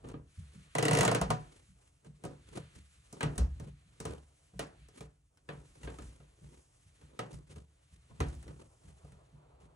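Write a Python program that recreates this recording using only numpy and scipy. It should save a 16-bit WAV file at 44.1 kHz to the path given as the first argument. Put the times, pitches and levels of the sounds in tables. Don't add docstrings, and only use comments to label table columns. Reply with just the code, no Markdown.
import sys
import numpy as np
from scipy import signal
from scipy.fft import rfft, irfft, next_fast_len
from scipy.io import wavfile
from scipy.ndimage import uniform_filter1d

SR = 44100
rng = np.random.default_rng(int(sys.argv[2]) if len(sys.argv) > 2 else 0)


def master(y):
    cut = np.clip(np.atleast_2d(y).T, -1, 1)
    pcm = np.round(cut * 32767)
    wavfile.write(sys.argv[1], SR, pcm.astype(np.int16))


N = 429975

# start_s, level_db, then against that level snap_db (treble) and knock_db (wood),
# knock_hz (pitch the tread favours), grip_hz (lowest resonance of the gripping fibres)
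JOINT_SLIPS = [(0.0448, -50, -31, 10, 314, 1190), (0.0863, -48, -4.5, 4, 316, 1175),
               (0.1388, -49, -22, 15, 310, 1144), (0.751, -27.5, -7.5, 6, 720, 1984),
               (0.7832, -24, -6, 5, 444, 1980), (0.8257, -23.5, -4.5, 4.5, 460, 2000),
               (0.852, -23.5, -5.5, 1, 301, 1920), (0.8815, -23.5, -5.5, 7, 440, 1945),
               (0.9099, -23, -7, 6, 680, 1970), (0.9312, -24, -4, 7, 683, 1970),
               (0.9497, -23.5, -5.5, 5, 298.3, 1963), (0.9708, -23, -5.5, 0.5, 395.7, 1970),
               (0.9867, -23, -3, 2, 450, 1900), (1.008, -19.5, -4.5, 3.5, 460, 1952),
               (1.0305, -24.5, -3.5, 7, 729, 1561), (1.0499, -24, -1.5, 7, 715, 1854),
               (1.0775, -20.5, -9, 5.5, 511.5, 1460), (1.1135, -27, -3.5, 12, 720, 1405),
               (1.1477, -23, -5, 2.5, 430, 1520), (1.2133, -28.5, -3, 12, 880, 1430),
               (1.303, -26.5, -4, 13.5, 930, 1443), (2.0459, -60, -5, 8, 436, 1576),
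               (2.2374, -42.5, -6, 8, 383, 1535), (2.25, -46.5, 2.5, 17, 390, 1500),
               (2.571, -44.5, -17, 9, 450, 1010), (2.7512, -62, 4, 0, 304, 1920),
               (3.1263, -52.5, 9, 11, 396, 1440), (3.2068, -28, -13.5, -2.5, 400, 1610),
               (3.2292, -27.5, -8.5, 3.5, 296, 1930), (3.356, -55, 0, 12.5, 312, 1860),
               (3.3789, -35, 2.5, 4.5, 570, 1490), (3.5981, -50.5, -1.5, 12.5, 331, 1820),
               (4.001, -42.5, 3.5, 7, 385, 1470), (4.0519, -36.5, -2.5, 11.5, 478, 1000),
               (4.112, -50, -10.5, 1, 400, 1520), (4.535, -70.5, -8, 18.5, 418, 1500),
               (4.5924, -30, -3.5, 3.5, 406, 1910), (4.8843, -61, 5, 6.5, 420, 2000),
               (5.0064, -46, -3, 7.5, 393, 2380), (5.372, -62, -1.5, -19.5, 883, 1496),
               (5.4886, -36, -17.5, 7, 424, 1730), (5.753, -60, -2, 9, 427, 1540),
               (5.832, -45.5, -5, -4, 336, 1940), (5.8738, -39, -25, 3, 392, 1604),
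               (5.9856, -44, -8, 4.5, 304, 1270), (6.0208, -54.5, -0.5, -8, 318, 1710),
               (6.2014, -60, -11, 5.5, 439, 1400), (7.013, -60, -5, 5, 303, 2360),
               (7.1906, -32, -8, 5, 503, 1287), (7.329, -59, 4, -5, 297, 2170),
               (7.5597, -57.5, -1, 13, 310, 2000), (8.109, -65.5, -17, 14, 920, 1440),
               (8.203, -29, -8.5, 6, 286, 1348), (8.2842, -56.5, 5.5, 11, 490, 1430),
               (8.349, -68.5, 14, 1, 568, 1840), (8.4268, -52.5, -2.5, -16, 511, 1480),
               (8.479, -49.5, -6.5, -5, 316, 1980), (8.6192, -63, -6.5, 7.5, 374, 1200),
               (9.046, -69.5, 1, 18, 450, 1520), (9.12, -59.5, -2.5, 1, 409, 1850)]
# landing_s, board_peak_db, beam_peak_db, frame_peak_db, contact_ms
FOOTFALLS = [(0.053, -43, -61, -56, 13), (0.142, -43, -51, -62, 10), (0.383, -44.5, -39, -67, 15.5),
             (0.554, -45.5, -68, -67, 17), (0.922, -27, -56, -43, 15), (0.998, -23, -52, -38.5, 13),
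             (1.218, -26.5, -45, -36, 7.5), (1.307, -26.5, -40, -52.5, 2.4), (1.688, -56.5, -69, -62.5, 20),
             (2.054, -45.5, -77, -61, 49), (2.248, -37.5, -52, -56, 8.2), (2.348, -54, -64, -69, 19),
             (2.518, -53, -67, -65, 7.1), (2.561, -42, -50.5, -57, 19), (2.772, -51, -50, -68, 5.3),
             (2.971, -63, -60.5, -76, 14), (3.136, -48, -62, -71, 7.8), (3.241, -24.5, -37, -41, 17),
             (3.383, -30.5, -27, -23.5, 18), (3.604, -40, -52, -60.5, 25), (3.677, -44, -53, -50, 8.4),
             (3.866, -57.5, -64.5, -79, 14), (4.009, -38, -50, -67, 10), (4.066, -38, -42.5, -53, 21),
             (4.54, -43, -72, -50, 32), (4.791, -60, -62, -56.5, 32), (5.005, -42, -55, -51.5, 18),
             (5.5, -44.5, -57, -53.5, 71), (5.751, -62, -75, -58, 25), (5.837, -42.5, -65, -40, 18),
             (6.008, -48, -50, -39.5, 15), (6.205, -50.5, -71, -65, 8.2), (6.424, -47.5, -58, -54, 24),
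             (6.548, -62.5, -60, -65, 29), (6.862, -64.5, -59, -76, 14), (7.044, -51, -54, -56, 5),
             (7.204, -39, -68, -65, 36), (7.335, -42.5, -55, -49, 14), (7.493, -52.5, -51.5, -86, 31),
             (7.562, -44.5, -47, -59, 14), (7.917, -57.5, -56, -57.5, 27), (8.115, -49, -57, -63, 17),
             (8.2, -30.5, -30, -35.5, 25), (8.354, -49, -69, -48, 35), (8.494, -40, -57, -50, 18.4),
             (8.615, -57, -61, -67, 12), (8.85, -53.5, -53.5, -58, 32), (9.045, -50, -47, -64, 12),
             (9.116, -50, -61, -73.5, 18), (9.336, -49.5, -73, -58.5, 14.4), (9.633, -56.5, -74, -62, 18)]
# (time to fall by 60 dB, before the foot shortens it)
FRAME_TONES = [(39.2, -11, 0.94), (50.7, -7.5, 1), (59.64, 14, 0.49)]
BEAM_TONES = [(71.15, -9.5, 0.98), (85.4, -2, 0.28), (102.4, -4.5, 0.15)]
BOARD_TONES = [(118.8, -4.5, 0.34), (146.64, -1, 0.41), (161.3, -8.5, 0.4), (186.5, -7, 0.32),
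               (232.3, -10, 0.24)]
TREAD_TONES = [(274.4, -4, 0.33), (310, -2, 0.23), (350.8, -15, 0.57), (400.3, -3, 0.22),
               (448.2, 0.5, 0.25), (498, -5.5, 0.26), (561, -1, 0.23), (604.5, -13, 0.3), (683, 3, 0.11),
               (736.4, -3.5, 0.26), (772.5, -9, 0.14), (923.5, 0.5, 0.087), (980, -5.5, 0.32),
               (1065, 0, 0.089), (1246, 2, 0.16), (1219, -1, 0.14), (1440, -15.5, 0.068),
               (1619, -12.5, 0.087)]
# centre_hz, level_db, first_t60_s,
# echo_db (against the band), echo_t60_s
CRACK_BANDS = [(483.4, -0.5, 0.15, -2, 0.46), (945, -3, 0.19, -3, 0.39), (2000, 2, 0.027, -10, 0.3),
               (3480, -6, 0.01, -1, 0.15), (4850, -5.5, 0.022, -5, 0.24), (7240, 0.5, 0.019, -10, 0.17),
               (10300, 6.5, 0.01, -12.5, 0.11), (15200, 3, 0.04, -10, 0.037)]
# time_s, hiss_db (clothes), scuff_db, rumble_db (timber)
MOVEMENT = [(0, -76, -75, -62), (.15, -81, -87, -55), (.35, -70, -71, -69), (.7, -71.5, -69, -65.5),
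            (1.45, -69.5, -69, -65.5), (1.86, -76, -81.5, -70), (2.2, -77, -78.5, -72),
            (2.65, -71, -66, -60.5), (2.9, -72, -74, -71), (3.3, -68, -70, -67), (3.7, -77.5, -75, -77),
            (4.06, -72.5, -73.5, -63), (4.4, -73, -78.5, -72), (4.85, -76, -71.5, -62),
            (5.08, -82.5, -85, -75), (5.4, -81.5, -89.5, -71.5), (5.66, -71, -74, -65),
            (6.05, -66.5, -72.5, -52.5), (6.25, -76, -76, -66.5), (6.55, -72, -81.5, -71.5),
            (7.1, -74, -73.5, -67.5), (7.55, -79.5, -82.5, -75), (8.15, -75, -75, -67.5),
            (8.3, -68, -68, -54), (8.65, -73, -81.5, -64.5), (9, -72.5, -75, -67.5),
            (9.45, -82.5, -80, -66.5), (9.75, -82, -80.5, -64)]
# middle_s, rub_db (dull part), hiss_db (both before a common trim), half_length_ms
SOCK_RUBS = [(0.088, -40, -57.5, 26.4), (0.188, -54, -92, 24), (0.399, -70, -60.5, 15),
             (0.569, -61.5, -61, 38), (1.549, -59.5, -62.5, 62), (1.851, -73, -64, 35),
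             (2.071, -56.5, -66, 22), (2.309, -48.5, -67, 56), (2.502, -54.5, -58, 21),
             (2.568, -41, -50.5, 28.5), (2.77, -59, -59, 31), (3.169, -48, -64.5, 30),
             (3.289, -43.5, -65, 56), (3.419, -45, -65, 33), (3.649, -50, -62.5, 39),
             (4.108, -42.5, -57.5, 56), (4.659, -49, -58.5, 26), (4.997, -50, -52.5, 36),
             (5.569, -51.5, -62, 56), (5.85, -48, -54.5, 25), (5.909, -47, -61.5, 37),
             (6.044, -56.5, -60, 79), (6.245, -59, -72, 15), (6.459, -59, -65, 49), (6.554, -55, -62, 34),
             (7.029, -58.5, -81, 23), (7.139, -61.5, -80, 77), (7.279, -49, -69, 81), (7.346, -69, -54, 28),
             (7.518, -53.5, -57, 28), (7.579, -52.5, -62, 37), (7.94, -71.5, -63.5, 23),
             (8.109, -57.5, -71.5, 14), (8.279, -49.5, -58.5, 66), (8.503, -46.5, -66, 33),
             (8.615, -53, -65, 45), (8.881, -62, -61.5, 31), (9.633, -58, -65.5, 22)]
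# time_s, level_db
WASH_LEVEL = [(0, -77), (1.6, -81), (4.4, -78.5), (5.2, -88.5), (5.7, -77), (7.8, -80.5), (8.7, -73.5),
              (9.1, -68.5), (9.4, -67.5), (9.75, -67.5)]
# (relative, per Hz)
HISS_COLOUR = [(1760, -39.5), (3000, -5), (3490, -12), (3780, -19.5), (4430, -11.5), (4800, -2),
               (5800, -0.5), (9220, 3.5), (10900, 4), (14200, -48), (22000, -120)]
SCUFF_COLOUR = [(530, -20), (900, -22), (1170, -5.5), (2130, -5), (2370, -5), (4500, -9), (5850, -45.5),
                (9900, -120)]
RUB_COLOUR = [(120, -36), (200, -3.5), (399, -2), (574, -6.5), (657, -17), (976, -12.5), (1060, -16),
              (1500, -21.5), (1950, -74), (3300, -120)]
WASH_SPECTRUM = [(200, -29), (280, -9), (430, -1), (540, -3.5), (660, -1.5), (800, -5.5), (1000, -7),
                 (1350, -12), (1700, -22), (2500, -41)]
RUMBLE_SPECTRUM = [(15, -32.5), (25, -17.5), (54, 0), (76, -5), (145, -7), (211, -25.5), (300, -18),
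                   (390, -52.5), (660, -120)]
# pitch_hz, correlation (1 same, -1 opposite)
STEREO_LIKENESS = [(60, 1), (130, 0.97), (290, 0.66), (600, -0.41), (1200, -1), (3000, 0.66), (5400, 0.64),
                   (6100, 0.81), (15000, 0.9)]
# pitch_hz, lead_rad
RIGHT_LEAD = [(300, 0), (1000, 1.5), (5000, 1.5), (6100, 0), (7600, .9), (10300, 2.3), (15000, 3.7)]
# pitch_hz, gain_db
MICROPHONE_TONE = [(25, -11.5), (45, 0.5), (10300, -1), (10900, -5.5), (11800, -29.5), (13700, -25),
                   (14600, -5.5), (15700, -13), (16300, -49)]

RING, SLIP_RING, FOOT_RING = 24576, 12288, 16384
SAME_JOINT_S = .095
BOOM_DB = -10
FIBRE_RATIO, FIBRE_SCATTER, THIN_HZ, FIBRE_DB = 1.455, 0.024, (3900, 8920), -2.5
SPIKE, SPIKE_T60_S = 1.3, 0.015
BOARD_RING, BEAM_RING, FRAME_RING = 0.86, 0.63, 0.65
SCUFF_SHARE, RUB_SCUFF_DB = 0.16, -2
STIR_DB, STIR_T60_S = -16.5, 0.95
TOP_HZ = 16850


def joints():
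    out, last_s = np.zeros((2, N)), -1
    t = np.arange(SLIP_RING) / SR
    for start_s, level_db, snap_db, knock_db, knock_hz, grip_hz in JOINT_SLIPS:
        if start_s - last_s > SAME_JOINT_S:
            grain = pair_noise(SLIP_RING)[1]
            on_tread, on_board = spot(TREAD_TONES), spot(BOARD_TONES)
        last_s = start_s
        second_hz = grip_hz * FIBRE_RATIO * (1 + FIBRE_SCATTER * rng.standard_normal())
        bright_hz = (grip_hz, second_hz, rng.uniform(*THIN_HZ))

        tones = np.array(TREAD_TONES)
        octaves_away = np.abs(np.log2(tones[:, 0] / knock_hz))
        tones[:, 1] -= np.minimum(7 * octaves_away, 11)

        tread = ring(tones, .5 * on_tread + 0.44 * spot(TREAD_TONES), SLIP_RING)
        board = ring(BOARD_TONES, .5 * on_board + 0.62 * spot(BOARD_TONES), SLIP_RING)

        tread *= (1 - np.exp(-(t / 0.0035) ** 2)) * (1 + 1.9 * np.exp(-t / 0.006))
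        tread *= 0.67 * undb(knock_db)
        board *= (1 - np.exp(-t / 0.0036)) * np.cos(np.pi * t / t[-1] / 2)
        board *= undb(knock_db + BOOM_DB)

        fibre_tones = [(hz, db, 0.061 * np.sqrt(2000 / hz)) for hz, db in zip(bright_hz, (0, -5, snap_db))]
        fibres = ring(fibre_tones, 0.13 * spot(fibre_tones), SLIP_RING)
        fibres *= undb(FIBRE_DB) * (1 - np.exp(-t / 0.00049))
        burst = 1.024 * crack(grain, snap_db, bright_hz) * (1 - np.exp(-t / 0.0011))
        add(out, undb(level_db) * (burst + fibres + tread + board), start_s)
    return out


def crack(grain, snap_db, bright_hz):
    hz, fresh = pair_noise(SLIP_RING)
    white = (grain + fresh) / np.sqrt(2)
    peaks = sum(1 / (1 + ((hz - f) / (.03 * f)) ** 2) for f in bright_hz)
    bright = white * (.6 + peaks)
    centres = np.array(CRACK_BANDS)[:, 0]
    out = 0
    for k, (centre, db, first_t60, echo_db, echo_t60) in enumerate(CRACK_BANDS):
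        this_band = np.transpose([centres, np.arange(len(centres)) == k])
        share = np.sqrt(along(this_band, hz) * (hz > centres[0] / 2))
        spike = SPIKE * (centre > 2500) * fade(SPIKE_T60_S, SLIP_RING)
        direct = irfft(bright * share) * (fade(first_t60, SLIP_RING) + spike)
        trail = undb(echo_db) * irfft(white * share) * fade(echo_t60, SLIP_RING)
        out = out + undb(db + snap_db * (centre > 4500)) * (direct + trail)
    return out


def feet():
    out = np.zeros((2, N))
    t_ms = 1000 * np.arange(FOOT_RING) / SR
    for landing_s, board_db, beam_db, frame_db, contact_ms in FOOTFALLS:
        parts = ((BOARD_TONES, board_db, .9, BOARD_RING),
                 (BEAM_TONES, beam_db, 1.2, BEAM_RING),
                 (FRAME_TONES, frame_db, 1.6, FRAME_RING))
        for tones, peak_db, lag, share in parts:
            shortened = np.array(tones) * [1, 1, share]
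            build_up = 1 - np.exp(-(t_ms / (lag * max(contact_ms, 2))) ** 2)
            thump = ring(shortened, spot(tones), FOOT_RING) * build_up
            add(out, undb(peak_db) * thump / np.abs(thump).max(), landing_s - .012)
    return out


def cloth():
    t = np.arange(N) / SR
    power = np.zeros((3, N))
    for middle_s, rub_db, hiss_db, half_ms in SOCK_RUBS:
        near = slice(max(int((middle_s - .2) * SR), 0), int((middle_s + .2) * SR))
        scuff_db = hiss_db + SCUFF_SHARE * (rub_db - hiss_db) + RUB_SCUFF_DB
        swell = np.exp(-(1000 * (t[near] - middle_s) / max(half_ms, 5)) ** 2)
        power[:, near] += undb([[rub_db], [scuff_db], [hiss_db]]) ** 2 * swell
    power *= (.38 * flicker(150, depth_db=4.5)) ** 2
    hiss_db, scuff_db, _ = curves(MOVEMENT)
    power[1:] += (undb([scuff_db, hiss_db]) * flicker(40, depth_db=1.5)) ** 2
    rub, scuff, hiss = np.sqrt(power)
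    return rub * coloured(RUB_COLOUR) + scuff * coloured(SCUFF_COLOUR) + hiss * coloured(HISS_COLOUR)


def house():
    wash = undb(curves(WASH_LEVEL)[0]) * flicker(26, depth_db=3.0) * coloured(WASH_SPECTRUM)
    power = undb(curves(MOVEMENT)[-1:]) ** 2
    for landing_s, _, _, frame_db, _ in FOOTFALLS:
        stir = undb(frame_db + STIR_DB) * fade(STIR_T60_S)[None]
        add(power, stir ** 2, landing_s)
    return wash + np.sqrt(power) * coloured(RUMBLE_SPECTRUM)


def ring(tones, chance, size):
    hz, db, t60 = np.transpose(tones)[:, :, None]
    tuning, strength, stereo, start_phase = chance
    phase = 2 * np.pi * hz * (1 + .008 * tuning) * np.arange(size) / SR + 2 * start_phase
    skew = stereo * np.arccos(np.clip(along(STEREO_LIKENESS, hz), -1, 1)) / 2
    swing = undb(db + 3 * strength) * fade(t60, size)
    left = np.sum(swing * np.sin(phase - skew), axis=0)
    right = np.sum(swing * np.sin(phase + skew + along(RIGHT_LEAD, hz)), axis=0)
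    x = np.array([left, right])
    return x / np.abs(x).max()


def spot(tones):
    return rng.standard_normal((4, len(tones), 1))


def pair_noise(size):
    hz = np.fft.rfftfreq(size, 1 / SR)
    mid, side = rfft(rng.standard_normal((2, size)))
    like = np.clip(along(STEREO_LIKENESS, hz), -1, 1)
    mid = mid * np.sqrt((1 + like) / 2)
    side = side * np.sqrt((1 - like) / 2)
    right = (mid - side) * np.exp(1j * along(RIGHT_LEAD, hz))
    return hz, np.array([mid + side, right])


def coloured(points):
    size = next_fast_len(N)
    hz, white = pair_noise(size)
    inside = (hz > points[0][0]) & (hz < points[-1][0])
    x = irfft(white * undb(along(points, hz)) * inside, size)[:, :N]
    return x / np.sqrt(np.mean(x ** 2))


def flicker(rate_hz, depth_db):
    k = int(SR / rate_hz)
    steps = np.repeat(rng.standard_normal(N // k + 1), k)
    return undb(depth_db * uniform_filter1d(steps, k)[:N])


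def fade(t60, size=RING):
    return np.exp(-np.log(1000) * np.arange(size) / SR / np.maximum(t60, .004))


def undb(db):
    return 10 ** (np.asarray(db) / 20)


def along(points, hz):
    f, v = np.transpose(points)
    return np.interp(np.log(np.maximum(hz, 1)), np.log(f), v)


def curves(table):
    s, *columns = np.transpose(table)
    return [np.interp(np.arange(N) / SR, s, c) for c in columns]


def add(out, x, start_s):
    i = int(start_s * SR)
    out[:, i:i + x.shape[1]] += x[:, :N - i]


def scene():
    return joints() + feet() + cloth() + house()


def record(dry):
    size = next_fast_len(N + RING)
    gain = undb(along(MICROPHONE_TONE, np.fft.rfftfreq(size, 1 / SR)))
    heard = irfft(rfft(dry, size) * gain, size)[:, :N]
    top_cut = signal.ellip(10, .2, 80, TOP_HZ, fs=SR, output="sos")
    return signal.sosfilt(top_cut, heard)


dry = scene()
out = record(dry)
master(out)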